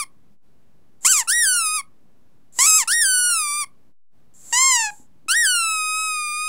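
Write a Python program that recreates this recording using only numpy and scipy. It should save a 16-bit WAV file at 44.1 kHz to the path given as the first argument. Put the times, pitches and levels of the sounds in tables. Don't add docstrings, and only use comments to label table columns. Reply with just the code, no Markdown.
import sys
import numpy as np
from scipy import signal
from scipy.fft import rfft, irfft
from scipy.io import wavfile
from scipy.ndimage import uniform_filter1d

SR = 44100
rng = np.random.default_rng(int(sys.argv[2]) if len(sys.argv) > 2 else 0)


def pcm_store(signal):
    levels = np.round(np.clip(np.atleast_2d(signal), -1, 1) * 32767)
    wavfile.write(sys.argv[1], SR, levels.astype(np.int16).T)


N = 285900
TIME = np.arange(N) / SR

# (start [s], stop [s], swing [dB], swing slope [dB per octave],
# slap [dB], pitch of the hardest slap [Hz], slap loss [dB per octave squared],
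# steady rasp before limiting [dB], drift of the level [dB per s])
SQUEEZES = [(1.048, 1.232, -27, -2.5, -14, 1550, 13.5, -12.5, -29),
            (2.588, 2.841, -25, -1.5, -12.5, 1393, 19.5, -16, -14.5),
            (4.526, 4.906, -18.5, 20.5, -15, 1131, 62.5, -36.5, -0.5)]
RELEASES = [(-.3, 0.042, -19.5, 27.5, -22, 1500, 39, -16.5, 0),
            (1.274, 1.813, -22.5, 13, -17, 1660, 43, -26, 5),
            (2.875, 3.647, -24, 9.2, -18, 1570, 37.67, -25.5, -2.5),
            (5.283, 6.602, -21.5, 10.5, -20, 1601, 60.6, -47.5, -3)]
# (time [s], pitch [Hz])
PRESS_1 = [(1.05, 1009), (1.054, 1023), (1.082, 1450), (1.092, 1517), (1.114, 1568), (1.146, 1219),
           (1.154, 1257), (1.232, 857)]
PRESS_2 = [(2.59, 957), (2.61, 1046), (2.658, 1170), (2.668, 1304), (2.722, 1261), (2.78, 1281),
           (2.83, 926), (2.836, 872)]
PRESS_3 = [(4.528, 918), (4.59, 1029), (4.636, 1063), (4.674, 1069), (4.706, 1044), (4.79, 922), (4.9, 815)]
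# (leap time [s], top pitch [Hz])
REBOUNDS = [(1.314, 1917), (2.917, 1882), (5.34, 1904)]
# (time [s], pitch [Hz])
REFILL_0 = [(0, 1236), (.04, 1036)]
REFILL_1 = [(1.468, 1570), (1.484, 1527), (1.572, 1418), (1.614, 1324), (1.682, 1236), (1.764, 1266),
            (1.808, 1079)]
REFILL_2 = [(3.058, 1565), (3.14, 1489), (3.298, 1441), (3.43, 1202), (3.498, 1161), (3.606, 1207),
            (3.626, 1166), (3.644, 1070)]
REFILL_3 = [(5.474, 1525), (5.604, 1356), (5.658, 1317), (5.814, 1254), (5.958, 1263), (5.976, 1279),
            (6.066, 1276), (6.184, 1227), (6.306, 1203), (6.47, 1253)]
# (frequency [Hz], level [dB])
OUT_TUBE = [(850, -7.5), (1100, -11.5), (1600, -6.5), (2100, -9), (2900, -7.5), (3600, -14.5), (4300, -10),
            (5200, -5), (6400, -5), (7500, 3.5), (8600, -8.5), (10100, -9), (11300, -22.5), (12700, -20),
            (15000, -29)]
IN_TUBE = [(1100, -2.5), (1450, -1.5), (1900, -1.5), (2600, -4.5), (3500, -14), (4400, -8), (5400, -4),
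           (6200, -9.5), (7200, -9.5), (8900, 1), (10300, 1.5), (11600, -25), (13300, -18.5), (15300, -16)]
# (frequency [Hz], level [dB])
OUT_TUBE_REGRIPPED = [(820, -9.5), (1060, -7.5), (1650, -7), (2100, -6), (2800, -7.5), (3350, -19.5),
                      (4250, -13), (5300, -9.5), (6400, -7), (7400, 1.5), (8400, -12), (9600, -15),
                      (10800, -24.5), (15000, -30.5)]
IN_TUBE_REGRIPPED = [(1200, 1.5), (1900, 5.5), (2450, 1.5), (3000, 3), (3550, -15.5), (3900, -5),
                     (5600, -5), (6200, -9.5), (7200, -13), (7700, 1.5), (10100, -1.5), (11400, -19.5),
                     (13500, -20.5), (15300, -14)]
# (frequency [Hz], level [dB per Hz])
OUT_AIR = [(300, -17.5), (1000, -20), (3000, -26), (4500, -21), (5600, -18.5), (6600, -8), (7500, 2.5),
           (8400, -11.5), (10300, -12.5), (11500, -18.5), (13000, -20.5), (16000, -27.5)]
IN_AIR = [(300, -21), (1400, -19), (3000, -26), (4200, -25), (5200, -6.5), (7500, -10.5), (9500, -14),
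          (10800, -2.5), (12000, -35.5), (15000, -18.5)]
# (time [s], half length [s], frequency [Hz], level [dB])
WARBLES = [(1.126, .012, 7620, -17), (1.543, 0.019, 6050, -32), (1.575, 0.009, 7050, -37.5),
           (2.63, 0.0085, 7860, -23.5), (2.922, 0.018, 5100, -27.5), (3.356, 0.037, 7300, -38),
           (5.57, 0.017, 7580, -33)]
# (lead [s], level before [dB], trail [s], level at the end of the squeeze [dB])
RUSHES = [(.039, -33, 0.048, -45), (0.064, -34, .035, -46), (.187, -38.5, .17, -48.5)]
# (time [s], peak [dB], frequency [Hz])
KNOCKS = [(1.05, -37.5, 433), (2.59, -34, 440), (4.525, -45, 488), (4.999, -40.5, 256.3), (5.261, -42, 311),
          (5.283, -50.5, 305)]
# (frequency [Hz], time [s])
ROOM_T60 = [(200, 0.69), (1000, 0.11), (4000, 0.11), (9000, 0.037), (16000, .2)]
# (frequency [Hz], level [dB per Hz])
ROOM_TONE = [(30, -4), (80, -4.5), (140, -1), (230, -1.5), (350, -9), (700, -15.5), (1400, -22),
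             (3000, -28.5), (6000, -32), (14000, -35.5)]
# (time [s], half length [s], depth [dB])
DROPOUTS = [(0.394, 0.039, 15), (4.023, 0.086, 48)]

START_HZ, BREAK_HZ, SHOULDER_HZ = 1266, 1600, 1853
LEAP_S, FALL_S = 0.019, .048
OUT_BREAK_HZ, EASE_OFF_S = 1200, .055
BREAK_S, BREAK_LOSS_DB = .013, 4
SWING_POWER, SLAP_POWER = 0.25, 0.47
CATCH_S, STALL_S = 0.049, .014
CALM_GLIDE = .35
SWAY_DB, SWAY_HZ = 2.5, 25
RUSH_ONSET_DB = -56.5
ROOM_DB = -20.5
ROOM_TONE_DB, DUCK_THRESHOLD_DB, DUCK_BELOW_HZ = -61.5, -18.5, 280
CUTOFF_HZ = 15700
DC_OFFSET = -.0064


def squeeze(row, curve, tube):
    drive = blow(row, curve, attack_s=0.001, fade_s=EASE_OFF_S, break_hz=OUT_BREAK_HZ,
                 break_rasp_db=-0.5, rise_rasp_db=-30, fall_rasp_db=-24.5, catch_db=-11.5, stall_db=-8)
    return reed(drive, tube, OUT_AIR, flicker_db=3, hiss_db=6, brighten=0.89, side_db=-10.5,
                wobble=.026, jitter=.17, jitter_hz=450, side_shift_hz=7000)


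def release(row, curve, tube):
    drive = blow(row, curve, attack_s=0.0099, fade_s=0.02, break_hz=BREAK_HZ,
                 break_rasp_db=-6, rise_rasp_db=-25.5, fall_rasp_db=-26.5, catch_db=-4.5, stall_db=-13.5)
    return reed(drive, tube, IN_AIR, flicker_db=4.5, hiss_db=0.5, brighten=0.24, side_db=-15.5,
                wobble=.016, jitter=.14, jitter_hz=380, side_shift_hz=9400)


def rebound(start_s, leap_s, top_hz, refill):
    arch_s = np.linspace(leap_s + LEAP_S, refill[0][0] - FALL_S, 9)
    arch_hz = top_hz - (top_hz - SHOULDER_HZ) * np.linspace(-1, 1, 9) ** 2
    refill_s = np.linspace(refill[0][0], refill[-1][0], 100)
    refill_hz = np.interp(refill_s, *np.transpose(refill))
    refill_hz[3:-3] = uniform_filter1d(refill_hz, size=7)[3:-3]
    return [(start_s, START_HZ), (leap_s, BREAK_HZ), *zip(arch_s, arch_hz), *zip(refill_s, refill_hz)]


def blow(row, curve, attack_s, fade_s, break_hz, break_rasp_db, rise_rasp_db, fall_rasp_db, catch_db, stall_db):
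    start, stop, swing_db, swing_slope, slap_db, best_hz, slap_loss, steady_db, drift_db_per_s = row
    span = np.flatnonzero((TIME > start) & (TIME < stop))
    t = TIME[span]
    pitch = uniform_filter1d(np.interp(t, *np.transpose(curve)), size=SR // 70, mode="nearest")
    octaves = np.log2(pitch / best_hz)
    glide = np.gradient(octaves) * SR

    break_time = t[np.argmax(pitch > break_hz)]
    breaking = np.exp(-((t - break_time) / BREAK_S) ** 2) * (pitch.max() > break_hz)

    flow = np.minimum((t - start) / attack_s, (stop - t) / fade_s)
    flow_db = 20 * np.log10(np.clip(flow, 1e-3, 1))
    effort_db = drift_db_per_s * (t - t.mean())
    swing_db = swing_db + swing_slope * octaves + SWING_POWER * flow_db + effort_db
    slap_db = slap_db - slap_loss * octaves ** 2 + SLAP_POWER * flow_db + effort_db
    slap_db = slap_db - BREAK_LOSS_DB * breaking

    glide_rasp = from_db(np.where(glide > 0, rise_rasp_db, fall_rasp_db))
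    rasp = from_db(steady_db) + np.maximum(abs(glide) - CALM_GLIDE, 0) * glide_rasp
    rasp = rasp + from_db(catch_db) * np.exp((start - t) / CATCH_S)
    rasp = rasp + from_db(stall_db) * np.exp((t - stop) / STALL_S)
    sway_db = SWAY_DB * np.sqrt(np.minimum(rasp, 1)) * flutter(SWAY_HZ)[span]
    return span, pitch, swing_db, slap_db + sway_db, rasp + from_db(break_rasp_db) * breaking


def reed(drive, tube, air, wobble, jitter, jitter_hz, flicker_db, hiss_db, brighten, side_db, side_shift_hz):
    span, pitch, swing_db, slap_db, rasp = drive
    rasp = .5 * np.tanh(2 * rasp)
    pitch = pitch * (1 + wobble * rasp * flutter(180)[span])
    phase = 2 * np.pi * np.cumsum(pitch) / SR + jitter * rasp * flutter(jitter_hz)[span]
    k = np.arange(1, 20)[:, None]
    hz = k * pitch

    tilt_db = brighten * (slap_db - swing_db - 6.0) * np.log2(k / 3)
    unrest_db = flicker_db * np.sqrt(rasp) * np.resize(flutter(130), (len(k), len(span)))
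    height = from_db(at_hz(tube, hz) + (tilt_db + unrest_db) * (k > 2))
    height = height * np.clip((19000 - hz) / 3000, 0, 1)
    partials = height * np.cos(k * phase + tube_phase(tube, hz))
    swing = partials[:2].sum(0) / np.sqrt((height[:2] ** 2).sum(0) / 2)
    slap = partials[2:].sum(0) / np.sqrt((height[2:] ** 2).sum(0) / 2)

    turmoil = rasp ** 1.8
    slap = slap * (1 + .4 * turmoil * flutter(600, slowest_hz=200)[span])
    hiss_share = from_db(hiss_db) * turmoil
    narrow_slot = signal.butter(4, 4400, "high", fs=SR, output="sos")
    puffs = noise(air)[span] * (1 + .5 * np.cos(phase))
    hiss = hiss_share * signal.sosfilt(narrow_slot, puffs)

    side_hz = hz - side_shift_hz
    audible = np.clip(side_hz / 1000, 0, 1) * (side_hz < SR * .4)
    side_phase = k * phase - 2 * np.pi * side_shift_hz * TIME[span]
    side_tones = np.sum(audible * from_db(at_hz(air, side_hz)) * np.cos(side_phase), axis=0)
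    slap = slap + from_db(side_db) * np.sqrt(rasp) * side_tones

    out = np.zeros(N)
    out[span] = from_db(swing_db) * swing + from_db(slap_db) * (slap + hiss) / np.sqrt(1 + hiss_share ** 2)
    return out


def tube_phase(tube, hz):
    size = 2048
    grid = np.arange(size + 1) * SR / (2 * size)
    cepstrum = irfft(np.log(from_db(at_hz(tube, grid))))
    return np.interp(hz, grid, rfft(2 * cepstrum[:size], 2 * size).imag)


def warbles(width_hz):
    out = np.zeros(N)
    in_phase, quadrature = flutter(width_hz), flutter(width_hz)
    for s, half_s, hz, level_db in WARBLES:
        span = np.flatnonzero(abs(TIME - s) < 3 * half_s)
        turn = 2 * np.pi * hz * TIME[span]
        swell = from_db(level_db) * np.exp(-((TIME[span] - s) / half_s) ** 2)
        out[span] += swell * (in_phase[span] * np.cos(turn) + quadrature[span] * np.sin(turn))
    return out


def rushing_air():
    level = np.zeros(N)
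    for (start, stop, *_), (lead_s, before_db, trail_s, after_db) in zip(SQUEEZES, RUSHES):
        leading = (TIME > start - lead_s) & (TIME < start)
        level += leading * from_db(np.interp(TIME, [start - lead_s, start], [RUSH_ONSET_DB, before_db]))
        level += from_db(after_db) * np.interp(TIME, [start, stop, stop + trail_s], [0, 1, 0])
    return level * noise(OUT_AIR)


def rubber_knocks(t60):
    out, t = np.zeros(N), TIME[:SR // 10]
    for s, level_db, hz in KNOCKS:
        start = int(s * SR)
        out[start:start + len(t)] += from_db(level_db - 60 * t / t60) * np.sin(2 * np.pi * hz * t)
    return out


def room(x, wall_gap_s, dull_hz):
    t = TIME[:SR // 2]
    edges = np.geomspace(150, 16000, 9)
    tail = 0
    for low, high in zip(edges, edges[1:]):
        band_filter = signal.butter(2, [low, high], "band", fs=SR, output="sos")
        band = signal.sosfilt(band_filter, rng.standard_normal(len(t)))
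        centre = np.sqrt(low * high)
        tail = tail + band * from_db(-60 * t / at_hz(ROOM_T60, centre)) / np.hypot(1, centre / dull_hz)
    tail = tail * (t > wall_gap_s)
    return signal.fftconvolve(x, tail / np.sqrt(np.sum(tail ** 2)))[:N]


def room_tone(toy):
    dip_db = sum(depth_db * np.exp(-abs((TIME - s) / half_s) ** 3) for s, half_s, depth_db in DROPOUTS)
    tone = noise(ROOM_TONE)
    bass = signal.sosfiltfilt(signal.butter(2, DUCK_BELOW_HZ, fs=SR, output="sos"), tone)
    toy_power = uniform_filter1d(toy ** 2, size=SR // 10)
    duck = 1 / (1 + toy_power / from_db(DUCK_THRESHOLD_DB) ** 2)
    return from_db(ROOM_TONE_DB - dip_db) * (tone - bass + duck * bass)


def noise(spectrum):
    hz = np.arange(N // 2 + 1) * SR / N
    return rms_one(irfft(rfft(rng.standard_normal(N)) * from_db(at_hz(spectrum, hz)), N))


def flutter(rate_hz, slowest_hz=5):
    rates = [slowest_hz, np.clip(rate_hz, 2 * slowest_hz, SR / 4)]
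    band = signal.butter(4, rates, "band", fs=SR, output="sos")
    return rms_one(signal.sosfilt(band, rng.standard_normal(N)))


def from_db(db):
    return 10 ** (np.asarray(db) / 20)


def rms_one(x):
    return x / np.sqrt(np.mean(x ** 2) + 1e-20)


def at_hz(points, hz):
    f, value = np.transpose(points)
    return np.interp(np.log(np.maximum(hz, 1)), np.log(f), value)


def scene():
    squeeze_tubes = (OUT_TUBE, OUT_TUBE, OUT_TUBE_REGRIPPED)
    squeezes = sum(map(squeeze, SQUEEZES, (PRESS_1, PRESS_2, PRESS_3), squeeze_tubes))
    refills = (REFILL_1, REFILL_2, REFILL_3)
    curves = [rebound(row[0], *leap, refill) for row, leap, refill in zip(RELEASES[1:], REBOUNDS, refills)]
    release_tubes = (IN_TUBE, IN_TUBE, IN_TUBE, IN_TUBE_REGRIPPED)
    releases = sum(map(release, RELEASES, [REFILL_0, *curves], release_tubes))
    toy = squeezes + releases + warbles(width_hz=840) + rushing_air() + rubber_knocks(t60=0.031)
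    echoes = from_db(ROOM_DB) * room(toy, wall_gap_s=0.018, dull_hz=13940)
    mono = toy + echoes + room_tone(toy)
    return np.stack([mono, mono])


def record(dry):
    top_cut = signal.ellip(10, .1, 70, CUTOFF_HZ, fs=SR, output="sos")
    return DC_OFFSET + signal.sosfilt(top_cut, dry)


dry = scene()
out = record(dry)
pcm_store(out)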